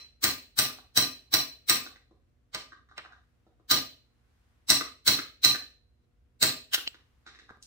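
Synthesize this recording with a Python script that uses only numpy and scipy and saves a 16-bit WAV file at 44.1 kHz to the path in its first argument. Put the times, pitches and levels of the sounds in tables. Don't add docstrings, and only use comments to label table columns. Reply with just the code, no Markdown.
import sys
import numpy as np
from scipy import signal
from scipy.fft import rfft, irfft, next_fast_len
from scipy.io import wavfile
from scipy.ndimage import uniform_filter1d

SR = 44100
rng = np.random.default_rng(int(sys.argv[2]) if len(sys.argv) > 2 else 0)


def invert_db(level):
    return 10 ** (np.asarray(level, dtype=float) / 20)


def digitize_waveform(pressure):
    field = np.atleast_2d(pressure).T
    bounded = np.clip(field, -1, 1)
    quanta = np.round(bounded * 32767).astype(np.int16)
    wavfile.write(sys.argv[1], SR, quanta)


N = 337894
LEAD = SR // 2


def on_log(hz, table):
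    table_hz, value = np.transpose(table)
    return np.interp(np.log(np.maximum(hz, 1)), np.log(table_hz), value)


def unit(x):
    return x / np.abs(x).max()


def fade(size, t60):
    return np.exp(-np.log(1000) * np.arange(size) / SR / max(t60, 1 / SR))


def filtered(x, gain):
    size = next_fast_len(x.shape[-1])
    x_long = np.take(x, np.arange(size), axis=-1, mode="wrap")
    spectrum = rfft(x_long) * gain(np.fft.rfftfreq(size, 1 / SR))
    return irfft(spectrum, size)[..., :x.shape[-1]]


def noise(size, gain):
    return filtered(rng.standard_normal(size), gain)


def bump(hz, width_oct):
    return lambda f: np.exp(-.5 * (np.log2(np.maximum(f, 1) / hz) / width_oct) ** 2)


def ring(modes, size, scatter_db, detune):
    hz, db, t60 = np.transpose(modes)
    size_chance, pitch_chance, sign_chance = rng.standard_normal((3, len(hz)))
    t = np.arange(size)[:, None] / SR
    waves = np.sin(2 * np.pi * hz * (1 + detune * pitch_chance) * t) * np.exp(-np.log(1000) * t / t60)
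    return unit(waves @ (invert_db(db + scatter_db * size_chance) * np.sign(sign_chance)))


def burst(size, t60, rise_s, gain):
    spectrum = rfft(rng.standard_normal(size) * fade(size, t60) * (1 - fade(size, rise_s)))
    even = spectrum / np.sqrt(uniform_filter1d(np.abs(spectrum) ** 2, size // 400))
    return unit(filtered(irfft(even, size), gain) * fade(size, 4 * t60))


def pair(size, hz, width_oct, alike):
    mid, side = noise(size, bump(hz, width_oct)), noise(size, bump(hz, width_oct))
    c = np.clip(alike, -.99, .99)
    return np.sqrt(1 + c) * mid + np.sqrt(1 - c) * side * np.array([[1], [-1]])


def add(paths, s, sound, direct_db):
    i = int(round(s * SR)) + LEAD
    sound = sound[:paths.shape[1] - i]
    paths[:, i:i + len(sound)] += sound * invert_db([[0], [-direct_db]])


# hz, level_db (per Hz)
AIR = [(15, -54), (25, -25), (37, -19), (59, 1.5), (87, -8.5), (206, -24), (242, -18), (270, -21.5),
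       (476, -28), (516, -36), (591, -27), (641, -31.5), (1440, -30.5), (16000, -51.5)]
# hz, likeness (-1 to 1)
AIR_ALIKE = [(30, 0.88), (60, 0.84), (130, .75), (300, 0.18), (640, 0.14), (1400, 0.045), (16000, .01)]
# hz, left_minus_right_db
AIR_LEAN = [(30, 9), (60, -1), (150, 2), (16000, -0.5)]
# pitch_hz, rms_db
HUM = [(120, -79.5), (240, -84.5), (360, -100.5), (480, -91), (600, -99), (720, -98)]
# middle_s, half_length_s, treble_swell_db
SLEEVE = [(1.2, .7, 5), (3.3, .3, 3.5), (4.45, .45, 7.5), (7.2, 0.6, 7)]


def air():
    out, t = 0, np.arange(N) / SR
    treble_db = -5 + sum(db * np.exp(-((t - s) / half_s) ** 2) for s, half_s, db in SLEEVE)
    for hz in 28 * 2 ** np.arange(0, 9.3, 1 / 3):
        steps = np.repeat(rng.standard_normal(N // 4096 + 1), 4096)[:N]
        flicker_db = 0.4 * uniform_filter1d(steps, 4096)
        lean_db = on_log(hz, AIR_LEAN) * np.array([[.5], [-.5]])
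        db = on_log(hz, AIR) + flicker_db + lean_db + treble_db * (hz > 700)
        out = out + invert_db(db) * pair(N, hz, 0.24, on_log(hz, AIR_ALIKE))
    hum = sum(np.sqrt(2) * invert_db(db) * np.sin(2 * np.pi * (hz * t + rng.random())) for hz, db in HUM)
    return out * invert_db(-67) / out.std() + hum


# hz, level_db (per Hz)
CRACK = [(35, -57.5), (60, -27.5), (128, -28.5), (637, -19.5), (806, -20.5), (1020, -18), (3490, 0.5),
         (4120, 7.5), (6760, -4.5), (8160, 1.5), (9410, -4.5), (15100, -1.5), (17000, -45.5)]
# pitch_hz, level_db, t60_s
PUNCH = [(3962, -5, .04), (4040, -3, .05), (4095, 0, .06), (4180, -3, .05), (4340, -5, .04),
         (4640, -8, .04)]
HEAD = [(5265, -4, .03), (5665, 0, .045), (6000, -4, .02), (6700, -10, .02)]
FACE = [(7650, -0.5, 0.097), (8420, 7, 0.03), (8530, -5.5, 0.015), (8360, -5.5, 0.055)]
TIP = [(13400, -8, .015), (14650, -5, .015), (15050, -3, .02), (15450, 0, .025)]
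BENCH = [(415.5, -15, .08), (642, -5.5, 0.14), (1040, -7, 0.14), (1200, -0.5, 0.16), (1710, -5, 0.1),
         (1850, -3, 0.042), (2930, -6, .1), (3691, -7, 0.059)]
LEGS = [(113, -9.5, .1), (135, -3.5, 0.2), (286, -13.5, 0.24)]


def blow(db, ring_db, thump_db, top_db, face_db, after_db, size=SR):
    colour = lambda f: invert_db(on_log(f, CRACK))
    bright = lambda f: 1 / (1 + (9000 / np.maximum(f, 1)) ** 12)
    low = lambda f: 1 / (1 + (f / 2000) ** 4)
    deep = lambda f: 1 / (1 + (f / 330) ** 4)
    crack = burst(size, 0.019, 0.0051, lambda f: colour(f) * (1 - bright(f)) * (1 - low(f)))
    sizzle = burst(size, 0.009, .002, lambda f: colour(f) * bright(f))
    sizzle = sizzle + invert_db(-2.5) * ring(TIP, size, scatter_db=3.0, detune=0.0017)

    steel = ring(PUNCH, size, scatter_db=0.0, detune=0.00079)
    head = invert_db(-14.5) * ring(HEAD, size, scatter_db=9.5, detune=.003)
    face = invert_db(face_db - 3.0) * ring(FACE, size, scatter_db=-2.0, detune=0.0031)
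    afterring = unit(noise(size, bump(4080, width_oct=.014))) * fade(size, t60=.75)

    thud = burst(size, 0.092, 0.0017, lambda f: colour(f) * low(f) * (1 - deep(f)))
    planks = ring(BENCH, size, scatter_db=2.5, detune=0.008)
    wood = invert_db(3.0) * thud + invert_db(-5.5) * planks
    boom = burst(size, 0.27, .006, lambda f: colour(f) * deep(f))
    boom = boom + invert_db(-5) * ring(LEGS, size, scatter_db=-1.0, detune=.02)
    legs = invert_db(-30.5 + 0.2 * db) * boom

    metal = invert_db(-3) * crack + invert_db(top_db - 3.5) * sizzle + invert_db(ring_db + 2) * steel + head + face
    whole = metal + invert_db(after_db) * afterring + invert_db(thump_db + 6.5) * wood + legs
    dulled = lambda f: (1 + (f / 5000) ** 2) ** (.024 * db)
    return invert_db(db) * filtered(whole, dulled) * np.linspace(1, 0, size)


# start_s, crack_peak_db, then against it punch_ring_db, face_ring_db, afterring_db
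EARLIER_BLOW = [
    (-.13, -15.5, -6, -9.5, -32),
]
BLOWS = [
    (0.2401, -7.5, -17, -10.5, -37.5),
    (0.5886, -7.5, -24, -13, -39),
    (0.9737, -7.5, -14.5, -16, -36),
    (1.3396, -8, -8.5, -17, -31),
    (1.6968, -7.5, -14.5, -10.5, -41),
    (3.7112, -6.5, -14.5, -24.5, -42.5),
    (4.7022, -7, -14, -11.5, -38.5),
    (5.0765, -6.5, -10.5, -16, -37.5),
    (5.448, -7, -6, -28.5, -40),
    (6.4273, -7, -12.5, -9.5, -41),
]
TAPS = [
    (2.547, -18, -14, -28, -52),
    (2.979, -29.5, -15, -40, -52),
]


def hammering(paths):
    for s, db, ring_db, face_db, after_db in [*EARLIER_BLOW, *BLOWS, *TAPS]:
        sizzle_db = -3.5 + .42 * db + 4.5 * (s < 2.2)
        thump_db = -25 + .016 * db ** 2
        sound = blow(db, ring_db, thump_db, sizzle_db, face_db, after_db)
        add(paths, s, invert_db(3.5) * sound, direct_db=2 - .38 * db)


# hz, t60_s
ROOM_T60 = [(60, 0.37), (160, 0.26), (420, 0.42), (1100, 0.29), (2900, 0.39), (7700, 0.3), (16000, 0.3)]
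# hz, likeness (-1 to 1)
ROOM_ALIKE = [(50, .6), (110, .97), (300, .9), (640, .6), (1400, .2), (3100, -.3), (7000, 0.01),
              (16000, .05)]


def workshop(size=SR // 2 + SR // 4):
    tail = 0
    for hz in 45 * 2 ** np.arange(0, 9, .5):
        tail = tail + pair(size, hz, 0.31, on_log(hz, ROOM_ALIKE)) * fade(size, on_log(hz, ROOM_T60))
    slaps = np.repeat(rng.standard_normal(size // 64 + 1), 64)[:size]
    lumps = invert_db(6 * slaps * fade(size, t60=.7))
    spectrum = rfft(tail * lumps * (1 - fade(size, t60=0.029)))
    power = np.abs(spectrum) ** 2 + 1e-18
    even = uniform_filter1d(power.mean(axis=0), size=450) / uniform_filter1d(power, size=30, axis=1)
    return irfft(spectrum * np.sqrt(even), size)[:, :size * 4 // 5]


# pitch_hz, level_db, t60_s
HANDLE = [(760, 0, .035), (1070, -3, .03), (1230, 0, .035), (1450, -2, .03), (1680, -1, .035),
          (1900, -3, .03)]


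def knock(hz, tick_db, hollow_db, scrape_t60, steep, size=SR // 4):
    body = lambda f: (f / hz) ** steep / (1 + (f / (1.15 * hz)) ** (steep + 5))
    dull = burst(size, scrape_t60, 0.004, body)
    notes = unit(filtered(ring(HANDLE, size, scatter_db=3, detune=.03), body) * fade(size, t60=.1))
    hollow = burst(size, 0.049, 0.009, bump(340, width_oct=0.54))
    thin = lambda f: bump(3800, width_oct=.08)(f) + invert_db(-6) * bump(4200, width_oct=.5)(f)
    tick = burst(size, 0.075, 0.0018, thin)
    soft = 1 - fade(size, t60=.004)
    return (invert_db(-5) * dull + invert_db(-6.5) * notes + invert_db(tick_db) * tick + invert_db(hollow_db) * hollow) * soft


# start_s, peak_db, top_note_hz
REBOUNDS = [(0.699, -39, 1630), (0.786, -44, 1010), (1.099, -47, 1860), (1.748, -29, 1980),
            (1.863, -35, 1270), (1.959, -48, 1620), (3.779, -36, 700), (4.81, -22.5, 1600),
            (5.189, -23.5, 1740), (5.549, -29, 1620), (6.779, -31, 1315), (6.944, -44, 1750)]
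THUDS = [
    (2.11, -57.5, 750),
    (3.466, -58, 770),
    (3.597, -62, 780),
    (7.42, -60, 1040),
]
NUDGES = [
    (2.721, -38.5, 1576),
    (2.75, -60, 1720),
    (2.888, -50, 1620),
    (2.912, -46, 1240),
    (3.049, -39.5, 1275),
    (3.122, -43, 1610),
    (3.157, -57, 1646),
    (7.492, -39, 1570),
]
RATTLES = [
    (7.264, -44.5, 1800),
    (7.277, -46.5, 1810),
    (7.291, -53.5, 1870),
    (7.348, -50, 1910),
    (7.388, -47.5, 1840),
]


def knocks(paths):
    rebound = dict(tick_db=-11, hollow_db=-19.5, scrape_t60=0.0126, steep=2)
    thud = dict(tick_db=-21, hollow_db=-4.5, scrape_t60=0, steep=2.7)
    nudge = dict(tick_db=-22, hollow_db=-29, scrape_t60=0, steep=2.1)
    rattle = dict(tick_db=-7.5, hollow_db=-22, scrape_t60=0.01, steep=2)
    kinds = [(REBOUNDS, rebound, 8.5), (THUDS, thud, 5), (NUDGES, nudge, 4), (RATTLES, rattle, 3.5)]
    for events, kind, direct_db in kinds:
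        for s, db, hz in events:
            add(paths, s, invert_db(db + 6.0) * knock(hz, **kind), direct_db)


# start_s, peak_db, straight_against_echoes_db, pitch_hz
SCRATCH = [
    (4.697, -25.5, 17, 8410),
    (7.6255, -39.5, 4.5, 5460),
]


def scratches(paths):
    for s, db, direct_db, hz in SCRATCH:
        add(paths, s, invert_db(db) * burst(SR // 2, 0.019, 0.00081, bump(hz, width_oct=0.54)), direct_db)


# start_s, peak_db, straight_against_echoes_db
SLIPS = [
    (6.7339, -18, 14),
    (6.744, -8.5, 15.5),
]
# hz, level_db (per Hz)
SLIP_COLOUR = [(88, -55.5), (150, -29), (783, -15), (972, -17.5), (1620, -3), (2450, -10), (2810, 2.5),
               (6290, -9), (9510, -16), (14400, -12.5), (16500, -16.5)]


def slips(paths):
    colour = lambda f: invert_db(on_log(f, SLIP_COLOUR))
    for s, db, direct_db in SLIPS:
        add(paths, s, invert_db(db + 0.5) * burst(SR // 2, 0.059, 0.0041, colour), direct_db)


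# start_s, peak_db, straight_against_echoes_db
PIN_DROP = [
    (6.876, -18, 30),
]
# pitch_hz, level_db, t60_s
PIN = [(2840, -2, .03), (2990, 0, .03), (4170, -2, .03), (4400, -5, .025), (7670, -28, .14),
       (15490, -26, .07)]


def pin_drop(paths, size=SR // 2):
    for s, db, direct_db in PIN_DROP:
        chime = ring(PIN, size, scatter_db=0, detune=0)
        click = burst(size, .012, .0005, bump(3500, width_oct=.45))
        add(paths, s, invert_db(db) * (invert_db(-2) * chime + click), direct_db)


# start_s, peak_db, straight_against_echoes_db
SNAPS = [
    (7.5078, -38, 18),
    (7.572, -48, 16),
]


def snaps(paths, size=SR // 8):
    t = np.arange(size) / SR
    push = -unit(t * np.exp(-t / .00016))
    for s, db, direct_db in SNAPS:
        shudder = invert_db(-12.5) * burst(size, 0.06, .002, bump(350, width_oct=0.76))
        add(paths, s, invert_db(db) * (push + shudder), direct_db)


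# hz, left_minus_right_db
SHADE = [(60, 2), (110, -2), (200, -2), (380, 1), (700, -1.5), (1290, -1), (2380, -0.5), (4400, -2.5),
         (8120, 3.5), (15000, 8.5)]


def phone_ports(paths):
    straight = np.array([np.roll(paths[0], 6), paths[0]])
    echoes = signal.fftconvolve(paths[1:], workshop(), axes=1)[:, :N + LEAD]
    shade = lambda f: invert_db(on_log(f, SHADE) * np.array([[.5], [-.5]]))
    return filtered(straight + invert_db(-27.5) * echoes, shade)


def scene():
    paths = np.zeros((2, N + LEAD))
    for source in (hammering, knocks, scratches, slips, pin_drop, snaps):
        source(paths)
    return phone_ports(paths)[:, LEAD:] + air()


def early_smear(held):
    smear = rng.standard_normal((2, 2048)) * fade(2048, t60=0.089) * np.hanning(4096)[2048:]
    ahead = signal.fftconvolve(held[:, ::-1], smear, axes=1)[:, :N][:, ::-1]
    now, soon = (uniform_filter1d(v ** 2, 128, axis=1) for v in (held, ahead))
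    rising = np.clip(1 - invert_db(15.5) * now / (soon + 1e-18), 0, 1)
    coarse = np.maximum(soon, 0) ** .2
    return invert_db(-29.5) * ahead * rising * coarse


def roll_off(x):
    return signal.sosfilt(signal.butter(12, 17130, fs=SR, output="sos"), x)


def record(dry):
    held = filtered(dry, lambda f: 1 / (1 + (f / 15900) ** 80))
    mix = held + early_smear(held)
    return roll_off(mix)


dry = scene()
out = record(dry)
digitize_waveform(out)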